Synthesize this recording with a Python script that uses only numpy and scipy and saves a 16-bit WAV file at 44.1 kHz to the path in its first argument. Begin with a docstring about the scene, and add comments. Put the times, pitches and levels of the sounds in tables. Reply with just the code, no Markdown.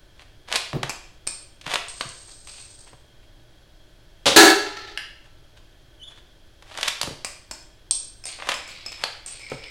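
"""A bare tiled room with a low rumble, a toy dart rifle on a plastic box close to the microphone.
First its plastic bolt scrapes to its stop twice and clicks, the box thuds, and hollow shells drop and roll.
Then the sear snaps, the piston slams and overloads the microphone, the spring rattles and rings on,
and a dart taps down across the room. Last the handle squeaks, the bolt is worked twice more,
and more shells ring, skid and whirl on the tiles. Struck parts are noise bursts and damped modes."""
import sys
import numpy as np
from scipy import signal
from scipy.fft import rfft, irfft
from scipy.io import wavfile
from scipy.ndimage import uniform_filter1d, map_coordinates

SR = 44100
rng = np.random.default_rng(int(sys.argv[2]) if len(sys.argv) > 2 else 0)


def output_pcm(signal):
    """Save a mono or channel-first signal as 16-bit PCM at the path in sys.argv[1].

    Samples are clipped to [-1, 1] before scaling.
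    """
    pcm = np.clip(np.atleast_2d(signal).T, -1, 1) * 32767
    wavfile.write(sys.argv[1], SR, np.round(pcm).astype(np.int16))


N = 427769


def amp(db):
    """Decibels to amplitude."""
    return 10 ** (np.asarray(db) / 20)


def unit(x):
    """Scale to rms 1."""
    return x / np.sqrt(np.mean(x ** 2) + 1e-20)


def along(points, hz):
    """Interpolate (hz, value) points on a log frequency axis."""
    f, v = np.transpose(points)
    return np.interp(np.log(hz + 1), np.log(f + 1), v)


def wobble(rate, size=N):
    """A smooth random curve, rate knots a second."""
    knots = rng.standard_normal(size // 10)
    return map_coordinates(knots, [np.arange(size) * rate / SR], mode="wrap")


def fade(t60, size):
    """An exponential decay that loses 60 dB in t60 seconds."""
    return amp(-60 * np.arange(size) / SR / t60)


def add(track, s, sound):
    """Mix a sound in at time s."""
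    part = track[max(round(s * SR), 0):][:len(sound)]
    part += sound[:len(part)]


def placed(events):
    """A track holding each (s, sound) at its time."""
    track = np.zeros(N)
    for s, sound in events:
        add(track, s, sound)
    return track


def colour(x, points, size=2048):
    """Causal minimum-phase filter of unit energy, shaped by a (hz, level_db) spectrum."""
    magnitude = amp(along(points, np.fft.rfftfreq(size, 1 / SR)))
    cepstrum = irfft(np.log(magnitude + 1e-6))
    # fold the cepstrum forward in time so that the pulse starts at once
    cepstrum[1:size // 2] *= 2
    cepstrum[size // 2 + 1:] = 0
    pulse = irfft(np.exp(rfft(cepstrum)))
    return signal.oaconvolve(x, pulse / np.linalg.norm(pulse))[:len(x)]


def burst(t60, size=SR // 3):
    """A dying crackle with its spectrum evened out, so it has no pitch of its own."""
    x = np.sign(rng.standard_normal(size)) * fade(t60, size)
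    spectrum = rfft(x, 2 * size)
    power = np.abs(uniform_filter1d(np.abs(spectrum) ** 2, size=120))
    even = irfft(spectrum / np.sqrt(power + 1e-9))[:size]
    return even * np.linalg.norm(x) / np.linalg.norm(even)


def tap(t60, crackle_db):
    """A clean push followed by fine crackle; as much energy as 1 ms at rms 1."""
    x = amp(crackle_db) * burst(t60) / np.linalg.norm(fade(t60, SR // 3))
    x[0] = 1
    return x / np.linalg.norm(x) * np.sqrt(SR / 1000)


def ring(modes, size=SR // 3):
    """Damped modes with a soft start and alternating signs, struck at slightly new strengths each time."""
    t = np.arange(size) / SR
    partials = np.zeros(size)
    for k, (hz, db, t60) in enumerate(modes):
        strength = (-1) ** k * amp(db + rng.standard_normal())
        partials += strength * fade(t60, size) * np.sin(2 * np.pi * hz * t)
    return partials * (1 - np.exp(-t / .0007))


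def resonate(x, modes):
    """Drive modes with a continuing force; rms 1."""
    return unit(signal.oaconvolve(x, ring(modes))[:N])


def grit(rough_db, rate):
    """Friction noise whose strength wanders as it catches and slips; rms 1."""
    return unit(rng.standard_normal(N) * amp(rough_db * wobble(rate)))


def catches(rate, spread_db):
    """Tiny contacts at random moments and strengths, rate of them a second on average; rms 1."""
    hits = (rng.random(N) < rate / SR) * amp(spread_db * rng.standard_normal(N))
    return unit(signal.oaconvolve(hits, burst(t60=0.01))[:N])


def gesture(length, db, attack, sag_db, end_db):
    """An envelope that rises, sags for its length and is released; slopes in dB a second."""
    t = np.arange(SR) / SR
    sagging_db = db - sag_db * t
    return np.minimum(t / attack, 1) * amp(sagging_db - end_db * np.maximum(t - length, 0))


# friction grows as a power of speed, then dies in dB a second
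SPEED_LAW, HALT_DB_PER_S = 1.79, 698


def push(length, db):
    """Friction level of a part that speeds up evenly over its length and then halts."""
    t = np.arange(SR // 2) / SR
    speed = np.minimum(t / length, 1)
    return speed ** SPEED_LAW * amp(db - HALT_DB_PER_S * np.maximum(t - length, 0))


# spectrum of the room noise: pitch_hz, level_db (relative)
ROOM_NOISE = [(20, 2), (50, -4), (80, -10.5), (110, -7), (160, -16.5), (230, -23.5), (330, -15), (470, -24),
              (650, -24), (1100, -29.5), (2500, -31), (4200, -29.5), (8400, -41.5), (16000, -48)]
# faint resonances in the room noise: pitch_hz, level_db (relative), t60_s
WHIR_MODES = [(596, -4.5, 0.037), (1510, -7, .03), (1740, -10, 0.028), (3264, 1.5, .018),
              (10800, -8, 0.0075)]


def floor():
    """Low rumble of shaped noise, and a faint airy whir of noise through damped modes."""
    rumble = colour(rng.standard_normal(N), ROOM_NOISE, size=16384)
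    whir = resonate(rng.standard_normal(N), WHIR_MODES)
    return amp(-50.5) * rumble + amp(-63.5) * whir


# decay of the bare tiled room: pitch_hz, t60_s
ROOM_DECAY = [(100, 0.17), (400, 0.55), (1000, 0.52), (2500, 0.58), (5000, 0.56), (8500, 0.45),
              (12000, 0.38), (16000, 0.3)]


def room(x, gap=0.0043, build=0.005, size=SR // 4):
    """Bare walls answer after a short gap, with a new noise tail every quarter second; the deep bass dies
    soonest, and the treble sooner than the middle."""
    out = np.zeros(N)
    for start in range(0, N, size):
        hz, t, z = signal.stft(rng.standard_normal(SR), SR, nperseg=256)
        decay = amp(-60 * t / along(ROOM_DECAY, hz)[:, None])
        tail = signal.istft(z * decay, SR, nperseg=256)[1]
        tail *= np.clip((np.arange(len(tail)) / SR - gap) / build, 0, 1)
        add(out, start / SR, signal.fftconvolve(x[start:start + size], tail / np.linalg.norm(tail)))
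    return out


DART_S = 4.975  # the spent dart lands across the room
# spectrum of the dart on landing: pitch_hz, level_db (relative)
DART_COLOUR = [(200, -30), (900, -16), (1400, -9), (1750, 2), (2200, -4), (2900, 2), (3700, -14),
               (5000, -6.5), (7000, -24), (11000, -18.5), (13000, -42), (16000, -50)]


def dart():
    """A light, hollow tap and a short skitter: one push with crackle, and a longer faint burst."""
    landing = amp(-16.5) * tap(t60=0.017, crackle_db=0)
    skitter = amp(-36) * burst(t60=.12)
    return placed([(DART_S, colour(landing + skitter, DART_COLOUR))])


# a moving shell slows, then comes to rest
COAST_ATTACK_S, COAST_SAG_DB_PER_S, COAST_END_DB_PER_S = 0.012, 14.5, 130
HOP_PER_S, HOP_DB = 22, -8  # small hops, relative to the steady sound


def coast(runs, rough_db, rate):
    """Level and force between the tiles and a moving shell: grit and small hops; the level fades as it slows."""
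    level = placed(
        (s, gesture(length, db, COAST_ATTACK_S, COAST_SAG_DB_PER_S, COAST_END_DB_PER_S))
        for s, length, db in runs)
    hops = amp(HOP_DB) * catches(HOP_PER_S, spread_db=2)
    return level, unit(grit(rough_db, rate) + hops)


# shells land on the tiles: start_s, side_db, rim_db, air_ring_db (all relative),
# direct_db (path straight to the microphone, relative to what enters the room)
SHELL_LANDINGS = [(.895, -37, -17.5, -41, 2), (.904, -39.5, -28.5, -45, 6), (1.269, -25, -25.5, -60, 1.5),
                  (1.274, -13, -23.5, -55, 0), (1.884, -26.5, -51.5, -60, 0), (2.09, -28, -52, -60, 1),
                  (7.247, -20.5, -18, -32, 1.5), (7.512, -25, -22.5, -30, 1), (7.91, -5.5, -37, -58, 0),
                  (8.239, -39, -36, -34, 1), (8.255, -16.5, -23.5, -50, -5), (8.541, -40, -21.5, -27, -1.5),
                  (8.677, -47, -25, -45, -7), (8.862, -42, -27, -22.5, 0), (8.92, -49, -29, -40, 0.5),
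                  (9.014, -43, -37, -33, -6), (9.262, -17, -26.5, -50, -8.5), (9.395, -46, -32, -43, -5),
                  (9.5, -46, -28, -40, -4.5)]
# the shell wall rings, landing on its side: pitch_hz, level_db (relative)
SIDE_COLOUR = [(150, -35), (700, -23.5), (1700, -32), (2600, -20.5), (4500, -8), (5600, -11), (7700, -7.5),
               (8250, -7), (8540, 7.5), (9100, -11), (10000, -22), (10700, -36), (11400, -38), (16000, -39)]
# the air column rings, landing on the rim: pitch_hz, level_db (relative)
RIM_COLOUR = [(150, -6), (700, -1.5), (2000, -5.5), (2480, 4.5), (3000, -9), (3600, -21), (4800, 0.5),
              (5220, -2.5), (5700, -7), (7300, -5.5), (7780, 4), (8150, -41), (8600, -7), (10800, -21.5),
              (11550, -13.5), (12500, -27.5), (16000, -28)]
# lingering modes of the air inside a shell: pitch_hz, level_db (relative), t60_s
AIR_COLUMN_MODES = [(2506, -9, 0.053), (5190, 1.5, 0.042), (7960, -18, .05)]
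# a shell skids and chatters: start_s, length_s, level_db
SKID_RUNS = [(2.47, 0.12, -51), (8.26, 0.041, -41.5), (8.67, 0.32, -45), (9.27, 0.52, -47.5)]
# spectrum of skidding: pitch_hz, level_db (relative)
SKID_COLOUR = [(200, -26), (800, -13), (1900, -6.5), (2520, 3), (3200, -0.5), (4600, 1.5), (6000, -14),
               (9000, -24), (12000, -32), (16000, -44)]
# a shell rolls on its side: start_s, length_s, level_db
ROLL_RUNS = [(1.88, 0.61, -44.5), (2.47, 0.38, -48.5)]
# spectrum of rolling: pitch_hz, level_db (relative)
ROLL_COLOUR = [(200, -19.5), (800, -17), (1700, -19), (3000, -17), (4500, -2.5), (5600, -8), (7900, -5),
               (8520, 7.5), (9100, -17.5), (10300, -44), (11400, -26), (14000, -41)]
# a shell whirls on its open rim: start_s, length_s, level_db
WHIRL_RUNS = [(8.54, 0.65, -51), (9.395, .3, -44)]
# modes of the whirling shell: pitch_hz, level_db (relative), t60_s
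WHIRL_MODES = [(2275, 0.5, 0.018), (5200, -2, 0.012), (7700, -21, .025), (8580, -18.5, 0.033)]


def shells():
    """Side landings ring the wall, rim landings the air inside; shells also skid, roll and whirl.
    Returns what reaches the microphone past the box, and what goes into the room."""
    direct, radiated = np.zeros(N), np.zeros(N)
    for s, side_db, rim_db, ring_db, direct_db in SHELL_LANDINGS:
        side = amp(side_db - 1.5) * colour(tap(t60=0.02, crackle_db=2), SIDE_COLOUR)
        rim = amp(rim_db - 1.0) * colour(tap(t60=0.024, crackle_db=7.5), RIM_COLOUR)
        landing = side + rim + amp(ring_db) * ring(AIR_COLUMN_MODES)
        add(radiated, s, landing)
        add(direct, s, amp(direct_db) * landing)
    skid_level, skid = coast(SKID_RUNS, rough_db=7, rate=250)
    roll_level, roll = coast(ROLL_RUNS, rough_db=4.5, rate=150)
    whirl_level, whirl = coast(WHIRL_RUNS, rough_db=2, rate=75)
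    moving = skid_level * colour(skid, SKID_COLOUR)
    moving += roll_level * colour(roll, ROLL_COLOUR)
    moving += whirl_level * resonate(whirl, WHIRL_MODES)
    return direct + moving, radiated + moving


# the rifle bumps the box lid: start_s, thud_db, boom_db (relative), frame_knock_db
LID_BUMPS = [(.737, -26.5, -35, -42), (.751, -24, -31, -35), (.762, -25.5, -34, -35),
             (.833, -33, -40.5, -40), (1.664, -34.5, -56, -48), (2.049, -56, -45, -56),
             (2.93, -44, -55.5, -50), (7.034, -34, -48, -44), (7.074, -27.5, -49, -31.5),
             (7.109, -33, -47, -44), (9.517, -33, -47, -23.5), (9.538, -46, -42.5, -35)]
# modes of the box lid: pitch_hz, level_db (relative), t60_s
LID_MODES = [(111, -1, 0.21), (137.6, 5, 0.17), (187, -3, 0.081), (254, -0.5, 0.039), (360, -1.5, 0.082),
             (427, -9.5, 0.14), (617, -15, .06)]
# modes of the rifle's frame and bipod: pitch_hz, level_db (relative), t60_s
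FRAME_MODES = [(425, -2, 0.073), (545, -1, .06), (1300, -12, .05)]


def box():
    """The hollow lid thuds and booms under the bipod, and the rifle's frame knocks."""
    out = np.zeros(N)
    thud_colour = [(40, -6), (130, -0.5), (450, -2.5), (900, -15), (3000, -44)]  # pitch_hz, level_db
    for s, thud_db, boom_db, knock_db in LID_BUMPS:
        thud = amp(thud_db) * colour(burst(t60=0.068), thud_colour)
        boom = amp(boom_db + 3.5) * ring(LID_MODES)
        knock = amp(knock_db) * ring(FRAME_MODES)
        add(out, s, boom + thud + knock)
    return out


# the bolt handle squeaks: release_s, length_s, pitch_hz, level_db,
# flick (half of the final upward flick, as a share of the pitch)
HANDLE_SQUEAKS = [(6.012, .025, 3070, -44, 0), (6.03, 0.021, 2990, -34.5, .1),
                  (6.08, 0.021, 3430, -40.5, .01), (6.098, .025, 3470, -46, .02)]
FLICK_S = .004  # the pitch flicks up as the contact lets go


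def squeak(second_db=-19, third_db=-21):
    """Plastic sticks and slips in short chirps: three harmonics at an unsteady pitch."""
    t, out = np.arange(SR // 2) / SR, np.zeros(N)
    for s, length, hz, db, flick in HANDLE_SQUEAKS:
        let_go = flick * (1 + np.tanh((t - length) / FLICK_S - 1))
        pitch = hz * (1 + let_go + .02 * wobble(rate=500, size=len(t)))
        phase = 2 * np.pi * np.cumsum(pitch) / SR
        tone = np.sin(phase) + amp(second_db) * np.sin(2 * phase) + amp(third_db) * np.sin(3 * phase)
        flutter = amp(2.5 * wobble(rate=140, size=len(t)))
        add(out, s - length, push(length, db) * flutter * tone)
    return out


# spectrum of the plastic action: pitch_hz, level_db (relative)
PLASTIC_COLOUR = [(60, -39), (150, -16), (380, -11.5), (570, -2), (850, -3), (1140, -0.5), (1400, -4),
                  (1830, -2), (2300, -3), (3380, -2), (5300, -10.5), (9500, -17.5), (12000, -28),
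                  (16000, -47)]


def clack(db, body_db, edge_db, t60):
    """One contact: a burst of plastic chatter and a short rattle of the housing."""
    hz, level = np.transpose(PLASTIC_COLOUR)
    tilt = along([(900, body_db), (2800, 0), (8000, edge_db)], hz)
    crack = tap(t60, crackle_db=15)
    housing = amp(-21) * burst(t60=0.11)
    return amp(db) * colour(crack + housing, np.c_[hz, level + tilt])


# latch, handle and breech click: start_s, level_db (over 1 ms), body_db (at 900 Hz and below),
# edge_db (at 8 kHz and above), t60_s
ACTION_CLACKS = [(.195, -38, -4, -9, .01), (.486, -30, 4, -.5, .02), (.517, -27, 2, -8, .025),
                 (0.5254, -12.5, -11, -1, .016), (.538, -21, 8, 5, .019), (.544, -22, 8, 8, .015),
                 (.7311, -22.5, 10, -4, 0.013), (.831, -13, 2.5, -2, 0.018), (1.6127, -34, -12, 1, .025),
                 (1.665, -21.5, 0, -4, .016), (1.677, -21.5, 8, -2, .028), (1.7569, -10.5, -1.5, -5, .016),
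                 (2.0096, -15, 1, -1, 0.022), (2.4725, -33, -2, 8, 0.016), (2.87, -42, 10, 0, .035),
                 (2.931, -39, 16, 2, 0.032), (6.624, -37, 5, 4, 0.024), (6.713, -33, 7, -7, .03),
                 (6.75, -32, 4, -3, .03), (6.7747, -21, 1.5, 3, 0.021), (6.786, -22, 6, -1, .02),
                 (6.811, -21.5, -4, 6, 0.017), (6.83, -11, -10.5, -0.5, .02),
                 (7.0142, -13.5, -1, 11, 0.013), (7.0314, -16.5, 2, 9.5, 0.0096), (7.074, -29, 15, -1, .01),
                 (8.388, -32.5, 6, -7, .022), (8.399, -28.5, 3, -12, .035), (8.423, -22.5, 1, -17, 0.041),
                 (8.472, -22, 8, -1, .03), (8.5185, -18, -5, -10, .012), (9.038, -12, 0.5, 0, 0.019),
                 (9.518, -24, 11, -13, 0.039)]
# the handle locks down and rings the bolt: start_s, level_db
HANDLE_LOCKS = [(2.0092, -21), (7.0139, -19), (9.038, -17.5)]
# modes of the bolt: pitch_hz, level_db (relative), t60_s
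BOLT_MODES = [(4000, -2.5, .022), (4400, 1.5, 0.026), (4730, -1, .02)]
# the hand shifts on the plastic: peak_s, length_s, level_db
HAND_RUBS = [(.22, .09, -50.5), (2.29, .02, -50.5), (2.487, .025, -47), (2.585, .02, -47.5),
             (2.881, .025, -48.5), (3.232, .02, -56.5), (5.26, .04, -54.5), (5.571, .01, -51),
             (6.119, .09, -52), (6.178, .05, -53.5), (8.521, 0.043, -29.5), (9.029, 0.093, -39.5)]
# the bolt is pushed until it hits its stop: arrival_s, travel_s, scrape_db, stop_db, body_db, edge_db
BOLT_STROKES = [(.557, 0.098, -27, -8.5, -8, 1), (1.738, 0.12, -28, -13, 2.5, 3),
                (6.879, 0.28, -33, -10.5, -8.5, 3.5), (8.489, .12, -36, -11.5, 1.5, 0)]
STOP_BOUNCE_S, STOP_BOUNCE_DB = .0035, -2.5  # the bolt kicks back and hits the stop again
CATCH_PER_S, CATCH_DB = 90, -2.5  # small catches along a stroke, relative to the grit


def action():
    """The bolt scrapes ever faster and hits its stop twice; latches click and the hand rubs in between."""
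    out = placed((s, clack(db, body_db, edge_db, t60)) for s, db, body_db, edge_db, t60 in ACTION_CLACKS)
    out += placed((s, amp(db) * ring(BOLT_MODES)) for s, db in HANDLE_LOCKS)
    friction = placed((s - length, push(length, db)) for s, length, db in HAND_RUBS)
    for s, travel, scrape_db, stop_db, body_db, edge_db in BOLT_STROKES:
        add(friction, s - travel, push(travel, scrape_db))
        add(out, s, clack(stop_db, body_db, edge_db, t60=0.027))
        bounce = clack(stop_db + STOP_BOUNCE_DB, body_db, edge_db + 3.5, t60=0.018)
        add(out, s + STOP_BOUNCE_S, bounce)
    scrape = grit(rough_db=2.5, rate=350) + amp(CATCH_DB) * catches(CATCH_PER_S, spread_db=3)
    return out + friction * colour(unit(scrape), PLASTIC_COLOUR)


SLAM_S = 4.362  # the piston hits the cylinder head
# spectrum of the muzzle air, also heard in the rebounds: pitch_hz, level_db (relative)
AIR_COLOUR = [(88, -64), (150, -35.5), (398, 0), (475, -16), (589, -9.5), (637, -15.5), (774, -7),
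              (1140, -17), (1690, -7), (1940, -13), (2450, -17), (4490, -11), (4950, -19.5), (6510, -16),
              (16000, -33)]
# modes of the spring tube: pitch_hz, level_db (relative), t60_s
TUBE_MODES = [(302, -8, .22), (330, 0.5, .28), (399, -3, 0.17), (420.8, -1, .3), (582, -8, .22),
              (686, -6.5, .2), (767, -6, .22), (985, -9, 0.29), (1332, -2, 0.36), (1560, -7.5, 0.19),
              (1674, 1, 0.24), (1726, -3, 0.24), (2200, -9, .14), (2674, -5.5, 0.15), (3900, -4.5, 0.11),
              (4160, -4.5, 0.14), (4540, -4.5, 0.15)]
# long ring of the coil: pitch_hz, level_db (relative), t60_s
COIL_MODES = [(330, -5, 1.2), (412, -3, 1.2), (844, -4, 1.45), (1340, -2, 1.3), (1750, -3.5, 1.3),
              (1800, -6, 1.5), (2120, -8, 1.4), (2730, -5.5, 1.4), (4172, -8, 1.6), (4770, -9.5, 0.78)]
# spectrum of the coil's rattle: pitch_hz, level_db (relative)
RATTLE_COLOUR = [(200, -29), (400, 0), (520, -20), (780, -8.5), (1150, -21), (1335, 3.5), (1520, -17),
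                 (1730, -6), (2400, -12), (4400, -8.5), (7000, -25), (12000, -43)]
# the spring slaps its tube: period, first and last relative strength
REBOUND_S, REBOUND_DB, LAST_REBOUND_DB = .0232, 0.5, -3.5
SURGE_FIRST_S, SURGE_S = 4.558, .105  # a wave then runs up and down the coil: first return, period
SURGE_DB, SURGE_LOSS_DB, SURGE_T60 = -27.5, 6, 0.1  # rattle at each return, loss per trip, decay in s
SURGE_SLAP_DB, SURGE_SLAP_LOSS_DB = -31, 10  # the tube rings at each return, loss per trip
CHATTER_S, CHATTER_DB = .35, -41.5  # the coil buzzes between the returns: length, level


def spring(rebound_count=7, surge_count=4):
    """The spring slaps its tube in quick rebounds, then rattles each time its wave returns, and sings on."""
    out = np.zeros(N)
    for k, db in enumerate(np.linspace(REBOUND_DB, LAST_REBOUND_DB, rebound_count)):
        # every rebound but the first is slightly off the beat
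        s = SLAM_S + k * REBOUND_S + min(k, 1) * .0015 * rng.standard_normal()
        slap = amp(db - 14) * ring(TUBE_MODES)
        puff = amp(db - 8) * colour(burst(t60=.03), AIR_COLOUR)
        add(out, s, slap + puff)
    buzz = gesture(CHATTER_S, CHATTER_DB, attack=.02, sag_db=6.5, end_db=117)
    rattle = placed([(SURGE_FIRST_S, buzz)])
    for k in range(surge_count):
        s = SURGE_FIRST_S + k * SURGE_S
        add(out, s, amp(SURGE_SLAP_DB - k * SURGE_SLAP_LOSS_DB) * ring(TUBE_MODES))
        add(rattle, s, amp(SURGE_DB - k * SURGE_LOSS_DB) * fade(SURGE_T60, SR // 3))
    add(out, SLAM_S, amp(-30.5) * ring(COIL_MODES, size=2 * SR))
    return out + colour(rattle * grit(rough_db=2.5, rate=110), RATTLE_COLOUR)


# the sear lets the piston go: start_s, level_db (relative), t60_s
SEAR_SNAPS = [(4.2573, -12.5, 0.15), (4.265, -6, 0.04), (4.274, -11.5, 0.29)]
# spectrum of the sear: pitch_hz, level_db (relative)
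SEAR_SPECTRUM = [(35, -52.5), (60, -16.5), (149, -14.5), (268, -11.5), (308, -5), (354, -15), (553, 0),
                 (593, -8.5), (991, -10), (1780, -14.5), (3580, -7), (9790, -24), (16000, -46)]
BLAST_S, BLAST_DB = 0.15, -3.5  # air rushes from the muzzle: length, level
# the pressure rises, falls, then runs out
BLAST_ATTACK_S, BLAST_SAG_DB_PER_S, BLAST_END_DB_PER_S = .002, 117, 598.5


def shot():
    """The sear snaps, the piston slams home and drives out the air, and the spring rebounds."""
    out = np.zeros(N)
    for s, db, t60 in SEAR_SNAPS:
        add(out, s, amp(db - 2.5) * colour(burst(t60), SEAR_SPECTRUM))
    blast = gesture(BLAST_S, BLAST_DB, BLAST_ATTACK_S, BLAST_SAG_DB_PER_S, BLAST_END_DB_PER_S)
    pressure = placed([(SLAM_S, blast)])
    return out + spring() + pressure * colour(grit(rough_db=.5, rate=580), AIR_COLOUR)


def scene():
    """The rifle is near the microphone; the shells and the dart lie farther off and sound wetter."""
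    bolt, thuds, bang, landing = action() + squeak(), box(), shot(), dart()
    shells_direct, shells_radiated = shells()
    near = amp(-6) * bolt + amp(-7.5) * thuds + amp(-7.0) * bang
    far = amp(-2.5) * shells_radiated + amp(-2.5) * landing
    walls = room(near + far)
    return (bolt + thuds + bang + landing + shells_direct + walls + floor())[None]


TOP_HZ = 16000  # band limit of the microphone


def record(dry, ceiling=.88, knee=4.6):
    """The microphone saturates on loud peaks such as the shot and cuts steeply above its band limit."""
    squashed = dry / (1 + np.abs(dry / ceiling) ** knee) ** (1 / knee)
    gain = 1 / np.sqrt(1 + (np.fft.rfftfreq(N, 1 / SR) / TOP_HZ) ** 200)
    return irfft(rfft(squashed) * gain, N)


dry = scene()
out = record(dry)
output_pcm(out)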